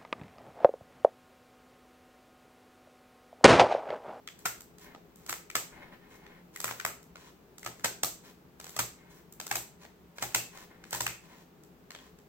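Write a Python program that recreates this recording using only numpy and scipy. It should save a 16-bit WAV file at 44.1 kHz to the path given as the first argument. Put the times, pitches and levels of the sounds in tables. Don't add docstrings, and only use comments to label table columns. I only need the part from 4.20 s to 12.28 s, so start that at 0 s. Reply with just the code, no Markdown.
import sys
import numpy as np
from scipy import signal
from scipy.fft import rfft, irfft
from scipy.io import wavfile
from scipy.ndimage import uniform_filter1d

SR = 44100
rng = np.random.default_rng(int(sys.argv[2]) if len(sys.argv) > 2 else 0)


def wav_out(sig):
    wavfile.write(sys.argv[1], SR, np.round(np.clip(np.atleast_2d(sig).T, -1, 1) * 32767).astype(np.int16))


N = 356416
KERNEL_HZ = np.fft.rfftfreq(2048, 1 / SR)
STRAIN_LEAD_S = .007

# frequency_hz, level_db
ROOM_TONE_EQ = [(25, -37.5), (33, -12), (48, -5.5), (72, -1.5), (98, -12), (160, 0.5), (280, -6), (420, -4),
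                (560, -11.5), (800, -12), (1600, -19), (4000, -27.5), (8000, -32), (10000, -37.5),
                (14000, -28)]
# pitch_hz, width_hz, boost_db
HUM_PEAKS = [(175, 9, 9), (261, 7, 7), (338, 10, 3), (412, 9, 8)]
# frequency_hz, correlation
STEREO_LIKENESS = [(60, 0.9), (400, 0.86), (700, 0.27), (1900, 0.019), (3300, 0.12), (7000, -0.035),
                   (16000, 0.22)]
# centre_hz, level_db, t60_s
REVERB_BANDS = [(145, -1.5, 0.82), (421, 0.5, 0.35), (1130, -7, 0.31), (3240, -3.5, 0.36), (7000, -2, 0.33),
                (14800, -0.5, 0.26)]
# frequency_hz, left_minus_right_db
MIC_EQ = [(100, 3), (700, 1.5), (1400, 0), (2500, 2.5), (3700, 0), (6000, 1), (8000, -3), (9500, 2.5),
          (15000, -0.5)]
# start_s, length_s, level_db
MAT_SLIDES = [(0.6, 0.15, -60), (1.496, 0.21, -58), (1.699, 0.074, -55), (1.787, 0.44, -63),
              (4.755, 0.27, -68), (6.3, 0.16, -59), (6.475, 0.23, -64.5), (7.072, 0.093, -58.5)]
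# frequency_hz, gain_db
SLIDE_EQ = [(150, -4), (450, -3.5), (800, 0), (1100, -6), (1400, -1), (1700, -3), (2180, -1.5),
            (2400, -9.5), (4000, -17.5), (8000, -33.5), (16000, -26)]
# pitch_hz, width_hz, boost_db
STEEL_MODES = [(1343, 100, 1), (2610, 270, 1.5), (6300, 550, 1.5), (7600, 350, 2), (8140, 430, 1.5)]
# frequency_hz, gain_db
GRIND_EQ = [(100, -20), (600, 0.5), (1400, 3.5), (2500, -1.5), (4000, -3), (6000, -4), (8000, -8),
            (9400, -13), (14000, -7.5), (16000, -3.5)]
# start_s, length_s, level_db, treble_db
BLADE_OPENINGS = [(0.585, 0.084, -56.5, 3.5), (1.881, 0.11, -62.5, 1.5), (2.956, 0.16, -56.5, -6),
                  (4.023, 0.1, -55.5, -1), (4.887, 0.13, -65.5, 7.5), (5.592, 0.072, -54.5, -5),
                  (6.311, 0.15, -55.5, 0), (7.013, 0.23, -61, -4.5), (7.701, 0.2, -60, -4.5)]
# bite_s, shut_s, grind_db, crunch_length_s, table_jolt_db
SQUEEZES = [(0.17, 0.25, -65, 0, -55), (0.96, 1.2, -66.5, 0.052, -52), (2.325, 2.645, -58, 0.11, -49.5),
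            (3.384, 3.666, -67, 0.012, -47), (4.383, 4.59, -59.5, 0.005, -46.5),
            (5.194, 5.375, -60, 0.014, -47.5), (5.95, 6.15, -59, 0.049, -46),
            (6.64, 6.87, -65.5, 0.089, -46)]
# pitch_hz, level_db, t60_s
TABLE_MODES = [(120.2, 5.5, 0.22), (58.3, -6, 0.24), (86, -8, 0.12), (174, -12, 0.38), (348, -2, 0.22)]
# start_s, level_db, hollow_db, crisp_db, pitch_hz
SLAT_KNOCKS = [(0.0742, -44.5, -32, -5.5, 3330), (0.7473, -57, 19.5, -16, 1250),
               (1.2998, -47.5, -11, -1, 2340), (2.0638, -59.5, 7, -19, 1980), (2.36, -47, -18, 4, 1920),
               (2.5982, -41, -13, -6.5, 1480), (2.9559, -52.5, 6.5, -10, 1400), (3.4292, -53.5, 2, 1, 2060),
               (3.595, -58, -2, -2, 1420), (5.65, -57.5, 12, -9, 1870), (5.9827, -47, 5, -8, 1590),
               (6.639, -54, -4, -8, 1720), (7.705, -49.5, -3, -4, 4300), (7.7484, -50, 5, -12, 3320),
               (7.787, -60, 7, -15, 3300)]
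# start_s, level_db, brightness_db
STEEL_TICKS = [(0.19, -60.5, 7), (0.406, -52, 5), (0.5831, -58, 1), (0.9574, -64, 10), (1.063, -50.5, 2.5),
               (2.4017, -39, 3), (2.828, -62, 6), (3.3812, -51.5, 2.5), (3.447, -48, 1), (4.399, -48, -1.5),
               (4.442, -48.5, 0), (4.466, -49.5, -2), (4.4922, -50.5, 5), (5.1237, -58.5, 11),
               (5.1995, -40, -1.5), (5.266, -42, 2.5), (6.122, -55, -3), (6.373, -51.5, -5),
               (6.7072, -50.5, 9), (7.435, -63.5, 5), (7.987, -64, -2)]
# frequency_hz, gain_db
CRACK_EQ = [(40, -28), (130, -17), (280, -14), (500, -10), (750, -6), (1300, -6.5), (2100, -5),
            (2600, -9.5), (3400, -9), (5500, -9), (8000, -6.5), (9300, -19), (11500, -16), (14500, -9),
            (16000, -22.5)]
# start_s, level_db, hollow_db, woody_db, crisp_db, pitch_hz, decay_s
SLAT_BREAKS = [(0.255, -33, 0.5, 3, 3, 1350, 0.0075), (0.2592, -36.5, 1, 6, 2.5, 1420, 0.0034),
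               (1.0932, -37, 0, 1, 4, 1290, 0.0074), (1.1263, -39, 4, 5, 1.5, 1260, 0.0029),
               (1.3534, -28, 0.5, 1.5, 0.5, 1260, 0.0035), (2.442, -35.5, 5, 3.5, 4.5, 1290, 0.0035),
               (2.478, -48, 3, 13.5, -1, 1300, 0.0018), (2.5098, -42.5, 10, 5.5, -5, 1320, 0.002),
               (2.6495, -34, 6.5, 6.5, 3.5, 1290, 0.002), (3.4612, -39, 8.5, 3, -2.5, 1260, 0.011),
               (3.6433, -27.5, 3, 0.5, -1.5, 1550, 0.0053), (3.833, -27, 1, -5, 2, 1210, 0.0025),
               (4.564, -38.5, 3, -2.5, 1.5, 1190, 0.0076), (4.5903, -28, 1, 0.5, 1, 1230, 0.0053),
               (5.312, -33.5, 1.5, 6.5, 1, 800, 0.0034), (5.355, -32.5, 0.5, 0.5, 4, 914, 0.0061),
               (6.0232, -33.5, 4, 3, 0.5, 810, 0.007), (6.1465, -25.5, -0.5, -0.5, 1, 2660, 0.0032),
               (6.728, -35, 4, 0.5, 0.5, 1480, 0.007), (6.747, -38, 2.5, 0, 3, 980, 0.0068),
               (6.8056, -30.5, -0.5, -2.5, 0, 965, 0.0039), (6.8654, -33.5, -1.5, 5.5, -0.5, 2600, 0.0018)]


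def from_db(db):
    return 10 ** (np.asarray(db) / 20)


def unit_rms(x):
    return x / np.sqrt(np.mean(x ** 2) + 1e-20)


def unit_energy(x):
    return x / np.sqrt(np.sum(x ** 2, axis=-1, keepdims=True) + 1e-20)


def at_hz(points, hz):
    points = np.array(points)
    return np.interp(np.log(np.maximum(hz, 1)), np.log(points[:, 0]), points[:, 1])


def bell(hz, centre_hz, width_hz):
    return 1 / (1 + (2 * (hz - centre_hz) / width_hz) ** 2)


def eq(x, curve_db):
    cepstrum = irfft(np.log(from_db(curve_db)))
    half = len(cepstrum) // 2
    cepstrum[1:half] *= 2
    cepstrum[half + 1:] = 0
    return signal.fftconvolve(x, irfft(np.exp(rfft(cepstrum))))[:len(x)]


def through(x, response):
    return signal.fftconvolve(x[None], response, axes=1)[:, :N]


def add(track, start_s, sound):
    start = max(round(start_s * SR), 0)
    track[..., start:start + sound.shape[-1]] += sound[..., :N - start]


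def grains(size, per_s, spread_db):
    born = rng.random(size) < per_s / SR
    return born * rng.choice([-1, 1], size) * from_db(spread_db * np.clip(rng.standard_normal(size), -2, 2))


def diffuse_noise(size):
    alike = np.clip(at_hz(STEREO_LIKENESS, np.fft.rfftfreq(size, 1 / SR)), -1, 1)
    mid, side = rfft(rng.standard_normal((2, size)))
    return irfft((np.sqrt(1 + alike) * mid + np.sqrt(1 - alike) * side * [[1], [-1]]) / np.sqrt(2), size)


def room_tone(level_db=-57.5):
    hz = np.fft.rfftfreq(N, 1 / SR)
    hum_db = sum(db * bell(hz, pitch_hz, width_hz) for pitch_hz, width_hz, db in HUM_PEAKS)
    spectrum = rfft(diffuse_noise(N)) * from_db(at_hz(ROOM_TONE_EQ, hz) + hum_db)
    return from_db(level_db) * unit_rms(irfft(spectrum, N))


def room_response(mic_lag_s=.0001, scatter_s=.0028, wall_s=.0113, smear_s=.0018, swell_s=.019, size=18000):
    t, hz = np.arange(size) / SR, np.fft.rfftfreq(size, 1 / SR)
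    noise = diffuse_noise(size)
    direct = np.sinc((t - np.array([[2], [1]]) * mic_lag_s) * SR)
    scatter = from_db(-.5) * unit_energy(noise * (t > 3 * mic_lag_s) * np.exp(-t / scatter_s))
    slap = from_db(-4.5) * unit_energy(noise * (t > wall_s) * np.exp(-np.abs(t - wall_s) / smear_s))
    late, tail = rfft(diffuse_noise(size)), 0
    swell = 1 - np.exp(-(t / swell_s) ** 4)
    centres = np.log([row[0] for row in REVERB_BANDS])
    for share, (_, db, t60_s) in zip(np.eye(len(REVERB_BANDS)), REVERB_BANDS):
        band = irfft(late * np.interp(np.log(hz + 1), centres, share), size)
        tail = tail + from_db(db) * band * unit_energy(swell * np.exp(-np.log(1000) * t / t60_s))
    return direct + scatter + slap, tail


def press(start_s, end_s, fade_s):
    t = np.arange(N) / SR
    return np.clip(np.minimum(t - start_s, end_s - t) / fade_s, 0, 1)


def mat_slides(gain_db=-.5, stick_db=3, slips_per_s=45):
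    t = np.arange(N) / SR
    push = sum(from_db(db) * press(s, s + length_s, fade_s=.032) for s, length_s, db in MAT_SLIDES)
    grip = rng.standard_normal(int(t[-1] * slips_per_s) + 2)
    slip = from_db(stick_db * np.interp(t * slips_per_s, np.arange(len(grip)), grip))
    rub = eq(grains(N, per_s=4000, spread_db=4.5), at_hz(SLIDE_EQ, KERNEL_HZ))
    return from_db(gain_db) * push * slip * unit_rms(rub)


def steel_ring_db():
    return sum(db * bell(KERNEL_HZ, hz, width_hz) for hz, width_hz, db in STEEL_MODES)


def first_break_s(bite_s):
    return min(row[0] for row in SLAT_BREAKS if row[0] > bite_s)


def blade_strokes(grind_treble_db=5, crunch_treble_db=3.5, crunch_lead_s=.019, typical_crunch_s=.073):
    strokes = [(s, s + length_s, db, treble_db) for s, length_s, db, treble_db in BLADE_OPENINGS]
    for bite_s, shut_s, grind_db, crunch_s, _ in SQUEEZES:
        strokes.append((bite_s, shut_s, grind_db, grind_treble_db))
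        if crunch_s > 0:
            start_s = first_break_s(bite_s) - crunch_lead_s
            crunch_db = -46 - 10 * np.log10(crunch_s / typical_crunch_s)
            strokes.append((start_s, start_s + crunch_s, crunch_db, crunch_treble_db))
    return strokes


def blade_grind(gain_db=-2, shelf_hz=6000, sing_hz=7300, sing_db=.5):
    out = np.zeros(N)
    catches = grains(N, per_s=2600, spread_db=6.5)
    sing = sing_db * bell(KERNEL_HZ, sing_hz, width_hz=1100)
    grit = unit_rms(eq(catches, at_hz(GRIND_EQ, KERNEL_HZ) + steel_ring_db() + sing))
    treble = signal.sosfilt(signal.butter(1, shelf_hz, "high", fs=SR, output="sos"), grit)
    for start_s, end_s, db, treble_db in blade_strokes():
        shelved = grit + (from_db(treble_db) - 1) * treble
        out += from_db(db + gain_db) * press(start_s, end_s, fade_s=.025) * shelved
    return out


def table_thuds(gain_db=6, attack_s=.033, typical_snap_db=-32.5, follow=.58, fade_db_per_s=20):
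    out, t = np.zeros(N), np.arange(22000) / SR
    for start_s, snap_db, *_ in SLAT_BREAKS:
        bite_s, *_, squeeze_db = max(row for row in SQUEEZES if row[0] < start_s)
        fade_db = fade_db_per_s * (start_s - first_break_s(bite_s))
        jolt_db = squeeze_db + follow * (snap_db - typical_snap_db) - fade_db
        boom = sum(from_db(db - 60 * t / t60_s) * np.sin(2 * np.pi * (hz * t + rng.random()))
                   for hz, db, t60_s in TABLE_MODES)
        add(out, start_s, from_db(jolt_db + gain_db) * boom * (1 - np.exp(-t / attack_s)))
    return out


def ripple_db(x):
    power = np.mean(np.abs(rfft(x, 2 * (len(KERNEL_HZ) - 1))) ** 2, axis=0)
    power = uniform_filter1d(power, size=27)
    return 10 * np.log10(power / power.mean() + 1e-9)


def fracture(decay_s, lightness, attack_s=.00018, strain_db=-11, break_delay_s=.0016, size=2048):
    t = np.arange(size) / SR - STRAIN_LEAD_S
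    after = np.maximum(t, 0)
    strain = from_db(strain_db) * np.exp(-np.abs(t) / (.39 * decay_s))
    avalanche = (1 - np.exp(-(after / attack_s) ** 2)) * np.exp(-after / decay_s)
    splinters = unit_energy((strain + avalanche) * grains(size, per_s=11000, spread_db=7.5))
    main_break = .6 * signal.unit_impulse(size, round(STRAIN_LEAD_S * SR) + round(break_delay_s * SR))
    return unit_energy(splinters + (1 + 1.85 * lightness) * main_break)


def crack(db, hollow_db, woody_db, crisp_db, pitch_hz, decay_s, gain_db=37.5, ring_db=8.5, ring_q=6.7):
    lightness = np.clip((-32 - db) / 15, 0, 1)
    burst = fracture(decay_s, lightness)
    shade = [(700, hollow_db), (1300, woody_db), (2300, woody_db),
             (3600, -crisp_db / 4), (8000, crisp_db / 2), (10500, crisp_db)]
    slat_ring_db = ring_db * bell(KERNEL_HZ, pitch_hz, pitch_hz / ring_q)
    tone_db = at_hz(CRACK_EQ, KERNEL_HZ) + at_hz(shade, KERNEL_HZ) + steel_ring_db() + slat_ring_db
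    early, tail = room_response()
    impulse = signal.unit_impulse(len(burst), round(STRAIN_LEAD_S * SR))
    send = eq(impulse, tone_db + .93 * (1 - lightness) * steel_ring_db())
    far = from_db(-lightness) * through(send, tail)
    near = through(eq(burst, tone_db - ripple_db(through(burst, early))), early)
    return from_db(db + gain_db) * (near + far)


def slat_knocks(woody_db=4.5, decay_s=.0019):
    out = np.zeros((2, N))
    for start_s, db, hollow_db, crisp_db, pitch_hz in SLAT_KNOCKS:
        add(out, start_s - STRAIN_LEAD_S, crack(db, hollow_db, woody_db, crisp_db, pitch_hz, decay_s))
    return out


def steel_ticks(thinning=.84):
    out = np.zeros((2, N))
    for start_s, db, bright_db in STEEL_TICKS:
        thin_db = thinning * bright_db
        tick = crack(db, 1 - thin_db, -3 - thin_db, bright_db, pitch_hz=1330, decay_s=.002)
        add(out, start_s - STRAIN_LEAD_S, tick)
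    return out


def slat_snaps():
    out = np.zeros((2, N))
    for start_s, *slat in SLAT_BREAKS:
        add(out, start_s - STRAIN_LEAD_S, crack(*slat))
    return out


def scene():
    hits = slat_snaps() + steel_ticks() + slat_knocks() + table_thuds()
    friction = through(blade_grind() + mat_slides(), sum(room_response()))
    return hits + friction + room_tone()


def record(dry, cutoff_hz=16000):
    tilt_db = at_hz(MIC_EQ, KERNEL_HZ) / 2
    heard = np.array([eq(dry[0], tilt_db), eq(dry[1], -tilt_db)])
    return signal.sosfilt(signal.ellip(10, .2, 70, cutoff_hz, fs=SR, output="sos"), heard)


dry = scene()
out = record(dry)
wav_out(out)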